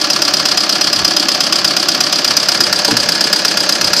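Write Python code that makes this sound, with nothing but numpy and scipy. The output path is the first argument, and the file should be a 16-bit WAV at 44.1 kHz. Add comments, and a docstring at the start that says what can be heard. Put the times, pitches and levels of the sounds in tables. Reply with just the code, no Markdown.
"""A four-cylinder petrol engine idles near 1000 rpm under an open bonnet. From the start, firings rumble
below and each camshaft turn brings one hard knock and three weaker taps, clusters of metal contacts that
ring the head. The knocks overload the hand-held microphone, and faint puffs of air brush it. Just after
2 s it moves closer and a thin whine comes in; near 2.9 s the hand bumps it. A short bright buzz ends it."""
import sys
import numpy as np
from scipy import signal
from scipy.fft import rfft, irfft
from scipy.io import wavfile
from scipy.ndimage import uniform_filter1d

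SR = 44100
rng = np.random.default_rng(int(sys.argv[2]) if len(sys.argv) > 2 else 0)


def unload_audio(sound):
    """Save the sound as a 16-bit wav file, at the path given as the first command line argument."""
    columns = np.transpose(np.atleast_2d(sound))
    # keep every value between -1 and 1, then stretch to whole-number steps
    steps = np.round(np.clip(columns, -1, 1) * 32767)
    wavfile.write(sys.argv[1], SR, steps.astype(np.int16))


N = 176400


def undb(db):
    return 10 ** (np.asarray(db) / 20)


def level(x, db):
    """Set the rms level."""
    return x * undb(db) / np.sqrt(np.mean(x ** 2))


# Neutral EQ, for resonances used alone: f/Hz, level/dB
FLAT_EQ = [(20, 0), (20000, 0)]
def colour(x, eq, modes=()):
    """Minimum-phase filter: a broad EQ curve with resonant peaks and dips on top."""
    f = np.maximum(np.fft.rfftfreq(8192, 1 / SR), 1)
    eq_hz, eq_db = np.array(eq, float).T
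    db = np.interp(np.log(f), np.log(eq_hz), eq_db)
    db += sum(lift / (1 + (2 * (f - hz) / width) ** 2) for hz, width, lift in modes)
    cepstrum = irfft(np.log(undb(db)))
    cepstrum[1:len(f) - 1] *= 2
    cepstrum[len(f):] = 0
    return signal.fftconvolve(x, irfft(np.exp(rfft(cepstrum))))[:len(x)]


def drift(hz):
    """Smooth random modulation with an rms of 1."""
    hold = int(SR / hz)
    steps = np.repeat(rng.standard_normal(N // hold + 1), hold)
    return level(uniform_filter1d(steps, hold)[:N], 0)


def decay(t, t60):
    """Exponential decay that starts at t = 0."""
    return (t >= 0) * np.exp(-np.log(1000) * np.maximum(t, 0) / t60)


def strikes(times, db):
    """One impulse at each time."""
    hits, at = np.zeros(N), np.round(times * SR).astype(int)
    inside = (at >= 0) & (at < N)
    np.add.at(hits, at[inside], undb(db)[inside])
    return hits


def dense_ring(t60, attack_s, smooth_bins=25, bay_db=-16, bay_t60=0.12):
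    """Ring of many evenly strong modes, with a tail from the engine bay."""
    t = np.arange(8192) / SR
    env = np.hypot(decay(t, t60), undb(bay_db) * decay(t, bay_t60)) * (1 - decay(t, 2 * attack_s))
    ring = rng.standard_normal(len(t)) * env
    for _ in range(3):  # even out the spectrum, then restore the envelope
        spectrum = rfft(ring)
        ring = irfft(spectrum / np.sqrt(uniform_filter1d(abs(spectrum) ** 2, smooth_bins)))
        ring *= env / np.sqrt(np.abs(uniform_filter1d(ring ** 2, 128)) + 1e-18)
    return ring / np.linalg.norm(ring)


# Swells of air: t/s, width/s, level/dB
PUFFS = [(0.521, .06, -44), (1.02, 0.035, -35.5), (1.29, .03, -46), (1.972, 0.044, -49), (2.3, 0.035, -41),
         (2.66, 0.13, -43), (3.05, .04, -36), (3.27, .04, -44), (3.52, 0.03, -48), (3.87, 0.033, -33)]
# Their bassy EQ: f/Hz, level/dB
DRAUGHT_EQ = [(20, -27), (60, 0), (105, 2.5), (170, -5), (500, -41)]
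def draught(t):
    """Faint puffs of air on the microphone, with stillness between them."""
    env = sum(undb(db) * np.exp(-.5 * ((t - at) / width) ** 2) for at, width, db in PUFFS)
    return env * level(colour(rng.standard_normal(N), DRAUGHT_EQ), 0)


# Fader ride of the whine: t/s, level/dB
WHINE_FADER = [(2.1, -55), (2.5, -41), (2.8, -37), (3.0, -33), (3.2, -39), (3.5, -38), (3.7, -31),
               (3.85, -37), (4, -36)]
def whine(t, hz=6385):
    """A thin, wavering whine from the engine's ancillaries, rising as the microphone comes close."""
    pitch = hz * (1 + .0003 * drift(5))
    tone = level(np.sin(2 * np.pi * np.cumsum(pitch) / SR), 0)
    return undb(np.interp(t, *np.array(WHINE_FADER).T)) * tone


# Resonances and hollows of head and cover, shared by the engine layers: f/Hz, width/Hz, level/dB
HEAD_MODES = [(326.4, 42, 4.5), (585, 29, 7.5), (739, 36, 7), (911, 32, -3.5), (1150, 94, 3.5),
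              (1376, 89, 2.5), (1694, 48, 5.5), (2020, 52, -9.5), (2100, 59, 1), (2223, 46, -6.5),
              (2680, 70, -1), (2890, 51, 4), (3300, 200, 1.5), (4300, 69, 3.5), (4690, 56, 2),
              (4950, 130, 6.5), (5790, 81, 5.5), (6320, 100, 6.5), (6880, 230, -2.5), (7500, 97, 7)]
# EQ of the noise bed: f/Hz, level/dB
WASH_EQ = [(20, -46), (60, -28.5), (110, -9), (180, 1), (320, 0), (470, -3.5), (800, -5), (1600, -6.5),
           (2100, -6.5), (3600, -8.5), (4800, 1.5), (7000, -17.5), (10000, -44.5), (15000, -27)]
def wash():
    """Steady rush of belts, intake and sliding parts."""
    return level(colour(rng.standard_normal(N), WASH_EQ, HEAD_MODES), -20)


# Thumps within the bump: t/s, level/dB, centre f/Hz, spread/octaves
THUMPS = [(2.880, -10, 560, .85), (2.914, -11.5, 250, 0.81), (2.932, -24, 150, 1.8)]
# Modes of the microphone body: f/Hz, level/dB, t60/s
MIC_MODES = [(116, -3, 0.26), (181, -4, 0.19), (239, -4, 0.3), (299, 5, 0.11), (447, 1, 0.08),
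             (580, -2, .07), (804, -1.5, 0.093), (968, 2, 0.076)]
def mic_bump(t, attack_s=0.0077):
    """Dull thumps of a hand ring the microphone body; softer ones ring its lower modes."""
    thumps = 0
    for start, db, centre_hz, octaves in THUMPS:
        age = t - start
        attack = 1 - decay(age, 2 * attack_s)
        for hz, mode_db, t60 in MIC_MODES:
            gain = undb(db + mode_db) * np.exp(-.5 * (np.log2(hz / centre_hz) / octaves) ** 2)
            thumps += gain * np.sin(2 * np.pi * hz * age) * decay(age, t60) * attack
    return thumps


# Bright ring of the head, for the buzz and the valve pings: f/Hz, level/dB
PING_EQ = [(100, -63), (2000, -34.5), (3400, -25), (4300, -6), (4900, -0.5), (5400, -7), (6200, -14),
           (7000, -19.5), (9500, -28.5), (15000, -33)]
# Peaks the buzz grows into: f/Hz, width/Hz, level/dB
BUZZ_PEAKS = [(7450, 900, 17), (3400, 500, 6)]
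def buzz(t, start=3.971, length=.04):
    """The ring of the head is briefly drawn out into a buzz that grows brighter."""
    ring = level(colour(rng.standard_normal(N), PING_EQ, HEAD_MODES), -13.5)
    morph = np.clip((t - start) / length, 0, 1)
    gate = (t > start) & (t < start + length)
    return gate * ((1 - morph) * ring + morph * colour(ring, FLAT_EQ, BUZZ_PEAKS))


# Camshaft turns, the engine's beat, with accents: knock t/s, level/dB of knock, second tap, third tap
TURNS = [(-0.017, 0.0, 0.0, 0.0), (0.1013, -1.4, -1.1, -0.2), (0.2195, -0.8, -0.9, 2.1),
         (0.3375, -0.9, -1.3, -0.5), (0.455, -0.1, -0.6, 0.7), (0.5742, 0.0, -0.2, -0.4),
         (0.6937, -1.8, 0.1, 0.6), (0.8113, -0.3, -0.0, 1.1), (0.9297, -1.1, -0.4, 1.1),
         (1.0477, 0.2, 0.0, 0.8), (1.1656, -0.9, 0.7, -0.0), (1.2855, -0.0, 0.1, 0.2),
         (1.4054, -0.8, -0.8, -0.4), (1.5252, 0.5, 1.9, -0.0), (1.6459, 1.0, 0.3, -0.3),
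         (1.7664, 0.1, -1.4, -0.0), (1.8861, 0.8, -1.3, 0.5), (2.0057, 1.2, -0.6, -0.8),
         (2.1263, 0.1, -1.6, 0.9), (2.2459, -0.3, 0.4, 2.7), (2.368, 1.4, -1.5, 0.0),
         (2.4866, 0.1, 2.2, 0.9), (2.6053, 1.5, 0.1, 0.2), (2.7277, 0.2, -3.1, 0.4),
         (2.8481, -0.2, 2.2, 2.4), (2.9687, 0.8, 0.6, -0.3), (3.089, -0.5, -0.9, -1.4),
         (3.2088, -1.2, 0.6, -1.2), (3.3292, 1.1, 1.0, -1.5), (3.4495, 0.3, 0.0, 0.2),
         (3.572, -0.3, -0.2, -1.3), (3.6923, 1.0, 1.9, -2.4), (3.8122, -0.6, 2.5, -0.5),
         (3.9332, 1.1, 1.2, 1.2)]
# EQs of the block's rumble and its low drone: f/Hz, level/dB
RUMBLE_EQ = [(25, -55), (70, -22), (120, -20), (180, 1.5), (320, -6), (470, -4.5), (620, 2), (900, -11.5),
             (1500, -6.5), (3000, -42.5)]
DRONE_EQ = [(150, -41.5), (255, -14.5), (295, -4), (328, -2), (350, -6), (378, -3.5), (420, -26.5),
            (600, -50.5)]
# Fader ride of the drone: t/s, level/dB
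DRONE_FADER = [(0, -35), (.22, -29.5), (.4, -38), (.6, -35), (.78, -31), (.98, -34), (1.2, -28.5),
               (1.38, -42), (1.55, -38), (1.78, -31.5), (2.02, -32), (2.28, -34), (2.4, -46), (2.62, -26.5),
               (2.76, -41), (3.15, -34), (3.85, -29.5), (4, -35)]
def firings(t, gap_s=.03, jitter_s=0.00025, scatter_db=1.0):
    """Each cylinder shakes the block once a turn with a drifting timbre; a low drone swells and ebbs."""
    times, shake = np.array(TURNS)[:, 0], 0
    for cylinder in range(4):
        timing, force = rng.standard_normal((len(times), 2)).T
        hits = strikes(times + cylinder * gap_s + jitter_s * timing, scatter_db * force)
        morph = drift(hz=1.0)
        for weight in (np.cos(morph), np.sin(morph)):
            ring = dense_ring(t60=0.15, attack_s=0.0043, smooth_bins=13)
            shake += signal.oaconvolve(hits * weight, ring)[:N]
    drive = level(shake, 0) + level(rng.standard_normal(N), -3)  # noise lets the drone waver freely
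    drone = level(colour(drive, DRONE_EQ), 0) * undb(np.interp(t, *np.array(DRONE_FADER).T))
    return level(colour(shake, RUMBLE_EQ, HEAD_MODES), -26.5) + drone


# Swells of hiss around the taps: t/s after the knock, width/s, level/dB
SLIDES = [(.002, 0.0033, 9), (.035, 0.019, 0.5), (.063, 0.0077, 3), (0.084, 0.0048, -1.5)]
# EQ of the hiss: f/Hz, level/dB
SLIDE_EQ = [(60, -42), (500, -16), (1300, -4.5), (2100, -12.5), (3300, 2.5), (4700, -5.5), (6000, -15),
            (8000, -6.5), (11000, -13), (14500, -50)]
def cams(t):
    """A hiss swells and fades as each cam slides over its follower."""
    times, env = np.array(TURNS)[:, 0], 0
    for after, width, db in SLIDES:
        centres = times + after
        nearest = centres[np.searchsorted((centres[1:] + centres[:-1]) / 2, t)]
        env += undb(db) * np.exp(-.5 * ((t - nearest) / width) ** 2)
    return level(colour(env * rng.standard_normal(N), SLIDE_EQ, HEAD_MODES), -26)


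def contact(times, db, t60, attack_s, close, jitter_s=.00002, scatter_db=0.6):
    """A metal contact rings alike each turn, plus a loose rattle; the ring shifts with the microphone."""
    timing, force = rng.standard_normal((len(times), 2)).T
    hits = strikes(times + jitter_s * timing, db + scatter_db * force)
    morph = close * np.pi / 2 + 0.56 * drift(hz=1.49)  # the approach and the hand's sway blend two rings
    ring = sum(signal.oaconvolve(hits * weight, dense_ring(t60, attack_s))[:N]
               for weight in (np.cos(morph), np.sin(morph)))
    pole = decay(2 / SR, t60=0.013)
    rattle_env = np.sqrt(signal.lfilter([1 - pole], [1, -pole], hits ** 2 + 1e-18))
    return ring + 0.18 * rattle_env * rng.standard_normal(N)


def perspective(x, close, far_modes, near_modes):
    """Crossfade a tap's resonances as the microphone comes closer."""
    return (1 - close) * colour(x, FLAT_EQ, far_modes) + close * colour(x, FLAT_EQ, near_modes)


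# Contacts within each tap: t/s after the knock, ping level/dB, clack level/dB
KNOCK = [(-.001, 2, 0.5), (0.0, 4.5, 4), (.0023, -1, 3), (.0042, -1.5, 1.5), (.008, -34, -6),
         (.0152, -46, -37)]
SECOND_TAP = [(.029, -9, -5), (.031, 0, -8), (.0342, -3.5, -1.5), (.0375, -19, -9)]
THIRD_TAP = [(.0588, -5.5, -3), (.0615, -1.5, 4), (.0637, -20, -0.5), (.0685, -8, 0.5)]
FOURTH_TAP = [(.089, -7, -2.5), (.0935, -25, -2), (.1055, -17, -8)]
# Resonances of each tap's own spot on the head, far and near: f/Hz, width/Hz, level/dB
KNOCK_FAR = [(1110, 140, -0.5), (2700, 89, 2.5), (3166, 65, 7), (4160, 180, 0.5), (4640, 280, -6.5),
             (4977, 130, 5), (5390, 90, 4), (5860, 100, 8), (12600, 2900, 4)]
KNOCK_NEAR = [(1390, 200, 3), (1760, 110, 4), (2800, 180, -3), (4300, 160, -6), (4715, 61, 10.5),
              (4750, 120, -1), (4980, 100, -0.5), (6800, 200, 2.5), (12300, 3500, 4.5)]
SECOND_FAR = [(3320, 220, 6), (4300, 120, 2), (4710, 130, 3.5), (4830, 71, 3), (5100, 150, -10),
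              (5350, 90, 9), (7200, 780, 4)]
SECOND_NEAR = [(580, 70, 7), (3300, 200, 8), (4720, 130, 5), (4845, 80, 6), (5020, 110, -3), (5450, 120, 4),
               (5780, 150, -8)]
THIRD_FAR = [(2700, 390, -2.5), (3740, 300, -5), (4500, 120, 10), (4840, 100, -9), (5040, 120, -1),
             (5270, 130, 7), (5800, 120, 4.5)]
THIRD_NEAR = [(740, 81, 4), (1690, 78, 2), (4550, 200, 3.5), (4830, 110, -7), (5020, 110, 0),
              (5400, 490, 2), (11900, 3600, 3.5)]
# Midrange clack of the cover: f/Hz, level/dB
CLACK_EQ = [(60, -44), (300, -25), (600, -13), (1200, 1), (1750, -2.5), (2000, -4.5), (2800, -1.5),
            (4000, -5), (7000, -12), (10000, -30), (15000, -61)]
def valve_train(close, ping_t60=0.027, clack_t60=0.024, knock_attack_s=0.00075, tap_attack_s=0.0043):
    """Four taps a turn, each a bright ping near 5 kHz and a duller clack; the knock lands hardest."""
    times, knock_db, second_db, third_db = np.array(TURNS).T
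    stretch = np.gradient(times) / np.mean(np.diff(times))  # slower turns spread the taps
    taps = ((KNOCK, knock_db, knock_attack_s, KNOCK_FAR, KNOCK_NEAR),
            (SECOND_TAP, second_db, tap_attack_s, SECOND_FAR, SECOND_NEAR),
            (THIRD_TAP, third_db, tap_attack_s, THIRD_FAR, THIRD_NEAR),
            (FOURTH_TAP, np.zeros_like(times), tap_attack_s, (), ()))
    ping_bus = clack_bus = 0
    for contacts, accent_db, attack_s, far, near in taps:
        pings = clacks = 0
        for after, ping_db, clack_db in contacts:
            at = times + after * stretch
            pings += contact(at, accent_db + ping_db, ping_t60, attack_s, close)
            clacks += contact(at, accent_db + clack_db, clack_t60, attack_s, close)
        ping_bus += perspective(pings, close, far, near)
        clack_bus += perspective(clacks, close, far, near)
    ping = level(colour(ping_bus, PING_EQ, HEAD_MODES), -13.5)
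    clack = level(colour(clack_bus, CLACK_EQ, HEAD_MODES), -20)
    return ping + clack


# Engine bus EQ from further back and close to the air box: f/Hz, level/dB
FAR_EQ = [(100, 0), (240, -1.5), (380, 1), (460, -4), (560, -0.5), (900, 0), (1300, -1), (2000, 0.36),
          (5000, -0.43), (9000, -1), (14000, 0.5)]
CLOSE_EQ = [(100, 0), (250, -1.5), (330, -2.5), (450, 0.5), (600, 1), (750, -2), (900, 3), (1150, -3.5),
            (1650, 2.5), (2500, 1), (3200, -1.5), (4300, 1), (4750, -2), (5050, 0.5), (6000, -0.5),
            (7500, 1), (14000, 0)]
def scene():
    """The engine from above, the same in both ears."""
    t = np.arange(N) / SR
    close = np.interp(t, [2.15, 2.73], [0, 1])  # the microphone moves in
    engine = valve_train(close) + cams(t) + firings(t) + wash() + buzz(t)
    engine = (1 - close) * colour(engine, FAR_EQ) + close * colour(engine, CLOSE_EQ)
    mix = engine + whine(t) + mic_bump(t) + draught(t)
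    return np.array([mix, mix])


def record(dry, ceiling=0.9, skew=0.025, knee=4.3, top_hz=14750):
    """Overload soft-clips the loudest peaks, and a steep low-pass cuts the top."""
    limit = ceiling * (1 + skew * np.sign(dry))  # one side of the wave flattens a little sooner
    clipped = dry / (1 + np.abs(dry / limit) ** knee) ** (1 / knee)
    return signal.sosfilt(signal.ellip(8, .2, 60, top_hz, fs=SR, output="sos"), clipped)


dry = scene()
out = record(dry)
unload_audio(out)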